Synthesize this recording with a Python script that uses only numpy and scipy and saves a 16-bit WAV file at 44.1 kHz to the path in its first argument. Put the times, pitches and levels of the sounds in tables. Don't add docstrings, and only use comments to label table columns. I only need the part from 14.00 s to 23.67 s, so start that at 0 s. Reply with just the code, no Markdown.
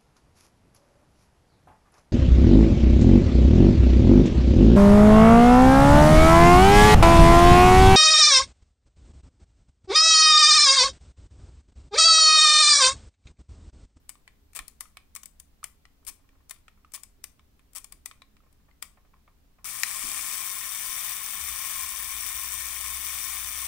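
import sys
import numpy as np
from scipy import signal
from scipy.fft import rfft, irfft
from scipy.io import wavfile

SR = 44100
rng = np.random.default_rng(int(sys.argv[2]) if len(sys.argv) > 2 else 0)


def unload_audio(sound):
    columns = np.transpose(np.atleast_2d(sound))
    steps = np.round(np.clip(columns, -1, 1) * 32767)
    wavfile.write(sys.argv[1], SR, steps.astype(np.int16))


N = 426447
TIME, HZ = np.arange(N) / SR, np.fft.rfftfreq(4096, 1 / SR)
START_S = 5.644


def amp(db):
    return 10 ** (np.asarray(db) / 20)


def read(points, hz):
    f, value = np.transpose(points)
    return np.interp(np.log(hz + 1), np.log(f + 1), value)


def unit(x):
    return x / np.sqrt(np.mean(x ** 2) + 1e-20)


def add(mix, s, sound):
    part = mix[max(round(s * SR), 0):][:len(sound)]
    part += sound[:len(part)]


def wander(rate):
    size = 16384
    hz = np.fft.rfftfreq(size, TIME[-1] / size)
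    smooth = np.exp(-(hz / rate) ** 2)
    slow = irfft(rfft(rng.standard_normal(size)) * smooth)
    return unit(np.interp(TIME, np.linspace(0, TIME[-1], size), slow))


def fuzzy_tone(hz, width):
    cosine = wander(width) * np.cos(2 * np.pi * hz * TIME)
    return cosine + wander(width) * np.sin(2 * np.pi * hz * TIME)


def colour(x, gain):
    log_gain = np.log(np.maximum(gain / gain.max(), 1e-5))
    mirrored = np.r_[log_gain, log_gain[-2:0:-1]]
    taps = np.fft.ifft(np.exp(signal.hilbert(mirrored).conj())).real
    return signal.oaconvolve(x, taps[None] / np.linalg.norm(taps), axes=1)[:, :N]


def weigh(x, gain):
    return signal.oaconvolve(x, np.fft.fftshift(irfft(gain))[1:], "same")


def pair(x, likeness):
    same = np.clip(read(likeness, HZ), -1, 1)
    return np.array([x[0], weigh(x[0], same) + weigh(x[1], np.sqrt(1 - same ** 2))])


def chatter(envelope, gain):
    return colour(envelope * rng.standard_normal((2, N)), gain)


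def blows(times, levels_db, rise, fall, linger, linger_db):
    t, power = np.arange(SR // 4) / SR, np.zeros(N)
    decay = np.exp(-t / fall) + amp(linger_db) * np.exp(-t / linger)
    shape = (1 - np.exp(-(t / rise) ** 2)) * decay
    for s, db in zip(times, levels_db):
        add(power, s, (amp(db) * shape / shape.max()) ** 2)
    return np.sqrt(power)


def rings(times, levels_db, pitches_hz, rise, fall):
    t, out = np.arange(SR // 10) / SR, np.zeros((2, N))
    for s, db, hz in zip(times, levels_db, pitches_hz):
        envelope = (1 - np.exp(-t / rise)) * np.exp(-t / fall)
        add(out[0], s, amp(db) * envelope * np.sin(2 * np.pi * hz * t))
    return out


# f/Hz, width/Hz, then the relative level/dB of each
RESONANCES = [(737, 480, -26.5, -22, -38), (1066.3, 42.4, -7, -8.5, -21), (1181, 260, -16.5, -14, -7.5),
              (1833, 180, -10.5, -9, 1), (2260, 310, -9.5, -9, -5), (2450, 350, -20, -13, -3.5),
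              (3110, 580, -13.5, -11.5, -12), (3594, 210, -11, -11.5, -22), (4250, 450, -17.5, -11.5, 2.5),
              (4827, 323, -12.5, -8, 5), (5430, 490, -15.5, -5.5, 6.5), (5780, 203, -4.5, -10.5, -19),
              (6150, 280, -9, -5.5, -9), (6770, 360, -12, -6, 6), (7960, 1130, -7.5, -1.5, -16),
              (8550, 440, -9.5, -2, 6), (8870, 280, -1.5, -22, -11), (9280, 910, -23, -1, 1.5),
              (9720, 430, -3.5, -15, -5), (10550, 340, -11.5, -1.5, 3), (11240, 450, -12.5, -4.5, -12),
              (11960, 650, -11.5, -11.5, -22), (12100, 1400, -11, -9, -7), (14200, 459, -16, -19, -13),
              (14840, 1800, -13.5, -7.5, -3), (15150, 600, -3, -23, -21)]
RUNNING, TICK, SNAP = 2, 3, 4
SPLIT_HZ = 3550


def camera(column):
    columns = np.transpose(RESONANCES)
    hz, width = columns[:2]
    peaks = amp(columns[column]) / (1 + 2 * ((HZ[:, None] - hz) / width) ** 2)
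    gain = np.linalg.norm(peaks, axis=1) * HZ / np.hypot(HZ, 250)
    upper = 1 - 1 / (1 + (HZ / SPLIT_HZ) ** 12)
    return gain * np.sqrt(upper), gain * np.sqrt(1 - upper)


def beats(turns, uneven_db, limp_db, rise, fall, rub):
    beat, phase, running = turns.astype(int), turns % 1, TIME > START_S
    size = amp(uneven_db * rng.standard_normal(N)[beat] + limp_db * (-1.) ** beat)
    strike = (1 - np.exp(-(phase / rise) ** 2)) * np.exp(-phase / fall)
    envelope = (size * strike + rub) * running
    return envelope / np.sqrt(np.mean(envelope[running] ** 2))


USUAL_RATE = 208.6
STEEL_DB, CASE_DB = -35.5, -41.5
DB_PER_RATE = 0.0748
WEAK_S, WEAK_STEEL_DB, WEAK_CASE_DB = 0.24, -4, -6


def force(speed):
    weak = np.clip(1 - ((TIME - START_S) / WEAK_S) ** 2, 0, 1)
    drive_db = DB_PER_RATE * (speed - USUAL_RATE)
    return amp(STEEL_DB + drive_db + WEAK_STEEL_DB * weak), amp(CASE_DB + drive_db + WEAK_CASE_DB * weak)


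# t/s, beats per second
SPEED = [(5.7, 228), (5.82, 205), (6.36, 223.5), (6.54, 197), (7.08, 220.5), (7.2, 199), (7.44, 214),
         (7.74, 227), (7.86, 206), (8.1, 204), (8.16, 207), (9.0, 205), (9.12, 219), (9.3, 218),
         (9.48, 197), (9.6, 210)]
# f/Hz, relative level/dB
MURMUR = [(30, -4), (70, -6.5), (100, 1), (125, -13), (165, -4), (188, -15), (212, -8.5), (250, -11),
          (330, -14), (500, -32)]
EARLY_SHARE, CHANGE_AT_S, CHANGE_S = 0.68, 6.35, 0.078


def buzz():
    speed = np.interp(TIME, *np.transpose(SPEED))
    rate = speed * (1 + .015 * wander(25) + .045 * wander(200))
    running = TIME > START_S
    turns = np.cumsum(rate * running) / SR
    turns = np.maximum(turns + 0.021 * np.sin(np.pi * turns), 0)

    steel_level, case_level = force(speed)
    steel_beats = beats(turns, uneven_db=1.5, limp_db=0.6, rise=0.16, fall=0.38, rub=0.1)
    steel_beats *= amp(5.5) * steel_level
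    pallet_beats = beats(turns, uneven_db=2.0, limp_db=0.0, rise=.13, fall=0.21, rub=0.046)
    pallet_beats *= amp(5.0) * steel_level
    case_beats = case_level * beats(turns, uneven_db=1.4, limp_db=1.2, rise=0.038, fall=1.0, rub=0.34)

    top = 1 - 1 / (1 + (HZ / 13500) ** 20)
    thin = 1 / (1 + (480 / (HZ + 1)) ** 4)
    before_change = .5 * (1 - np.tanh((TIME - CHANGE_AT_S) / (2 * CHANGE_S)))
    early = np.clip(EARLY_SHARE * before_change, 0, 1)
    out = chatter(amp(-64.0) * running, amp(read(MURMUR, HZ)))
    for column, share in ((RUNNING, 1 - early), (TICK, early)):
        steel, case = camera(column)
        high = np.sum(steel ** 2 * top) / np.sum(steel ** 2)
        out += chatter(steel_beats * np.sqrt(share * (1 - high)), steel * np.sqrt(1 - top))
        out += chatter(pallet_beats * np.sqrt(share * high), steel * np.sqrt(top))
        out += chatter(case_beats * np.sqrt(share), case * thin)
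    return out * amp(.5 * wander(31))


# t/s, level/dB of the ringing steel, level/dB of the knocking case
SHUTTER = [(5.8335, -9.5, -14.5)]


def shutter():
    s, steel_db, case_db = np.transpose(SHUTTER)
    steel, case = camera(SNAP)
    ring = blows(s, steel_db, rise=0.00014, fall=0.0011, linger=.0035, linger_db=-22)
    knock = blows(s, case_db, rise=0.00018, fall=0.0013, linger=0.0048, linger_db=-11)
    thin = 1 / (1 + (750 / (HZ + 1)) ** 4)
    return chatter(ring, steel) + chatter(knock, case * thin)


# start t/s, number of beats, beats per second,
# level/dB of the steel, level/dB of the case
RUNS = [(0.5499, 6, 175, -28, -40), (2.0671, 7, 200, -28.5, -45), (2.9369, 6, 203, -27.5, -43.5),
        (3.7504, 7, 186, -27.5, -43.5)]
RUN_ENDS_DB = -5.5
RUN_UNEVEN_DB = 1.2
CATCH_S, CATCH_DB = 0.0174, -18.5


def run_beats():
    rows = []
    for start, count, rate, steel_db, case_db in RUNS:
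        rows.append((start - CATCH_S, steel_db + CATCH_DB, case_db + CATCH_DB))
        for k, place in enumerate(np.linspace(-1, 1, round(count))):
            arch_db = RUN_ENDS_DB * place ** 2 + RUN_UNEVEN_DB * rng.standard_normal()
            rows.append((start + k / rate, steel_db + arch_db, case_db + arch_db))
    return rows


# t/s, level/dB of the ringing steel, level/dB of the knocking case
TICKS = [(0.0925, -29, -44.5), (0.099, -38.5, -53), (0.590, -28, -31.5), (0.6804, -32, -51.5),
         (0.8073, -23.5, -39.5), (0.97, -43, -50), (1.1513, -30, -48), (1.1613, -28.5, -41),
         (1.167, -34, -47), (1.2327, -33.5, -48.5), (1.2572, -32.5, -52), (1.399, -34, -54.5),
         (1.641, -24, -37), (2.4953, -34, -51), (2.509, -25.5, -38.5), (3.034, -31.5, -50.5),
         (3.2403, -26, -42), (3.5933, -61, -58.5), (3.8438, -32, -48.5), (3.9229, -31.5, -48),
         (4.0586, -23, -41.5), (4.5272, -54.5, -68), (4.8247, -22.5, -34)]


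def ticks():
    s, steel_db, case_db = np.transpose(list(TICKS) + run_beats())
    steel, case = camera(TICK)
    scrape = blows(s - .0048, steel_db - 23, rise=.002, fall=0.0023, linger=.003, linger_db=-14)
    drop = blows(s - .0003, steel_db, rise=0.00097, fall=0.00097, linger=0.0041, linger_db=-12.5)
    knock = blows(s - .0003, case_db, rise=0.0011, fall=0.00093, linger=0.0069, linger_db=-10.0)
    return chatter(np.hypot(scrape, drop), steel) + chatter(knock, case)


PLATE_HZ, PLATE_DB = 1994, -28.5
PLATE_SLOPE = 2.3


def plate():
    s, steel_db = np.transpose(TICKS)[:2]
    levels_db = PLATE_DB + PLATE_SLOPE * (steel_db - steel_db.max())
    return rings(s, levels_db, np.full(len(s), PLATE_HZ), rise=.0006, fall=0.0028)


# t/s, level/dB of the clack,
# level/dB of the hollow ring, f/Hz of the ring
KNOCKS = [(0.154, -53, -51, 1110), (0.277, -41.5, -38, 2000), (0.855, -53, -44, 1250),
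          (0.97, -37.5, -41, 1250), (1.630, -47, -33, 1230), (1.853, -45.5, -41, 1930),
          (2.29, -56, -62, 1200), (2.561, -55, -58, 1100), (2.681, -44, -48, 1330), (2.847, -56, -43, 1240),
          (2.977, -52, -42, 1120), (3.394, -53, -58.5, 1200), (4.112, -41.5, -42, 1250),
          (4.219, -44, -37, 3920), (4.367, -54, -58, 1210), (4.404, -75, -56, 1280),
          (4.712, -64, -48.5, 2080), (5.14, -64, -46, 1070), (5.277, -66, -50, 1070),
          (5.656, -49, -34, 1270)]
OVERTONE, OVERTONE_DB = 2.13, -10.5


def knocks():
    s, clack_db, ring_db, hz = np.transpose(KNOCKS)
    steel, case = camera(TICK)
    clack = blows(s, clack_db, rise=0.00057, fall=0.0012, linger=0.0057, linger_db=-10)
    dull = case + amp(-8) * steel / (1 + (HZ / 4500) ** 2)
    ring = rings(s, ring_db, hz, rise=0.00075, fall=0.0029)
    partial = rings(s, ring_db + OVERTONE_DB, hz * OVERTONE, rise=0.00044, fall=.0018)
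    return chatter(clack, dull) + ring + partial


# t/s, level/dB
RUBS = [(4.463, -67.5), (4.685, -62.5), (4.972, -59), (5.048, -65), (5.135, -63.5), (5.277, -59.5),
        (5.585, -60)]
FAINT_RUBS_DB, RUB_SPREAD_DB = -71, 9


def fingers():
    when, size = rng.random((18, 2)).T
    faint = np.c_[when * START_S, FAINT_RUBS_DB + RUB_SPREAD_DB * (size - .5)]
    s, levels_db = np.r_[RUBS, faint].T
    case = camera(TICK)[1]
    rubs = blows(s - .002, levels_db, rise=0.0026, fall=0.0066, linger=0.029, linger_db=-14)
    return chatter(rubs, case / (1 + (HZ / 1400) ** 3))


# t/s, level/dB of the thud, level/dB of the deep push
BUMPS = [(0.588, -67.5, -47.5), (2.089, -68, -53.5), (3.166, -68, -76.5), (3.929, -70, -61),
         (6.03, -50.5, -50), (6.888, -64, -55)]
# f/Hz, relative level/dB
THUD = [(60, -12.5), (150, -6), (270, 2.5), (400, 2), (600, -24), (2000, -62.5)]
# f/Hz, relative level/dB
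PUSH = [(15, -7), (40, -1), (70, -11.5), (140, -28), (600, -58)]


def hands():
    s, thud_db, push_db = np.transpose(BUMPS)
    thud = blows(s, thud_db, rise=0.0079, fall=0.023, linger=0.097, linger_db=-20)
    push = blows(s - .015, push_db, rise=0.0053, fall=0.021, linger=.05, linger_db=-22)
    return chatter(thud, amp(read(THUD, HZ))) + chatter(push, amp(read(PUSH, HZ)))


# f/Hz, time/s
ECHO_TIME = [(300, 0.62), (1300, 0.27), (3500, 0.28), (9000, 0.24), (15000, 0.23)]


def room(x, wet_db, gap):
    size, count = SR // 2, 3
    wet = np.zeros((2, N))
    for k in range(count):
        taps = rng.standard_normal((2, size)) * (rng.random((2, size)) < .15)
        hz, t, z = signal.stft(taps, SR, nperseg=256)
        dying = amp(-60 * t / read(ECHO_TIME, hz)[:, None])
        tail = signal.istft(z * dying, SR, nperseg=256)[1][:, :size]
        tail = tail * np.clip(TIME[:size] / gap - .5, 0, 1)
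        share = np.sqrt(2 / count) * np.cos(np.pi * (TIME + k / count))
        swapped = np.roll(x, k, axis=0)
        wet += signal.oaconvolve(swapped * share, tail / np.linalg.norm(tail[0]), axes=1)[:, :N]
    return x + amp(wet_db) * wet


# f/Hz, relative level/dB per Hz
AIR = [(10, -3.5), (25, 1), (65, -3.5), (90, -13), (130, -14), (280, -17), (350, -22), (520, -24.5),
       (800, -26.5), (1150, -28.5), (1900, -31), (5000, -34.5), (10000, -38.5), (15500, -34.5)]
# f/Hz, likeness (0-1)
AIR_LIKENESS = [(60, 0.78), (250, 0.45), (700, 0), (2000, 0), (8000, 0)]
AIR_DB = -62


def still_air():
    return amp(AIR_DB) * pair(chatter(1, amp(read(AIR, HZ))), AIR_LIKENESS)


# f/Hz, level/dB
HUM = [(72, -71), (101, -78.5), (158, -82), (210, -80.5), (275, -82.5), (405, -87.5)]


def hum():
    return sum(amp(db) * fuzzy_tone(hz, width=7.8) for hz, db in HUM)


# middle t/s, length/s, level/dB
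RUMBLES = [(7.47, 0.2, -51), (8.123, 0.85, -56.5)]
RUMBLE_HZ, RUMBLE_WIDTH_HZ = 62.7, 16.5
DRONE_S, DRONE_RISE_S, DRONE_DB = 8.35, .3, -48
DRONE_HZ, DRONE_WAVER_DB, DRONE_WAVER_HZ = 63.9, 3, 2.7


def rumble():
    gusts = sum(amp(db) * np.exp(-(2 * (TIME - s) / length) ** 4) for s, length, db in RUMBLES)
    rise = np.clip((TIME - DRONE_S) / DRONE_RISE_S, 0, 1)
    swell = rise * amp(DRONE_DB + DRONE_WAVER_DB * wander(DRONE_WAVER_HZ))
    drone = np.sin(2 * np.pi * np.cumsum(DRONE_HZ + 1.6 * wander(3.4)) / SR)
    return gusts * fuzzy_tone(RUMBLE_HZ, width=RUMBLE_WIDTH_HZ) + swell * drone


# f/Hz, right minus left level/dB
SHADE = [(700, 2.4), (1100, 1), (1450, 6.2), (1850, -6), (2400, 1.2), (3100, -6), (3600, -1.5), (5000, -12),
         (5800, -15.5), (7000, -15.5), (8800, -21.5), (11000, -17), (13500, -13), (15300, -14)]
# f/Hz, likeness (0-1)
LIKENESS = [(600, 0.82), (1400, 0.94), (2300, 0.13), (3500, 0.27), (6000, 0), (15000, 0)]


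def scene():
    sources = buzz() + shutter() + ticks() + plate() + knocks() + fingers() + hands()
    left, right = pair(room(sources, wet_db=-11.5, gap=0.0019), LIKENESS)
    at_microphones = np.array([left, weigh(right, amp(read(SHADE, HZ)))])
    return at_microphones + still_air() + hum() + rumble()


EDGE_HZ = 15820


def record(dry):
    return signal.oaconvolve(dry, signal.firwin(511, EDGE_HZ, window=("kaiser", 9), fs=SR)[None], "same")


dry = scene()
out = record(dry)
unload_audio(out)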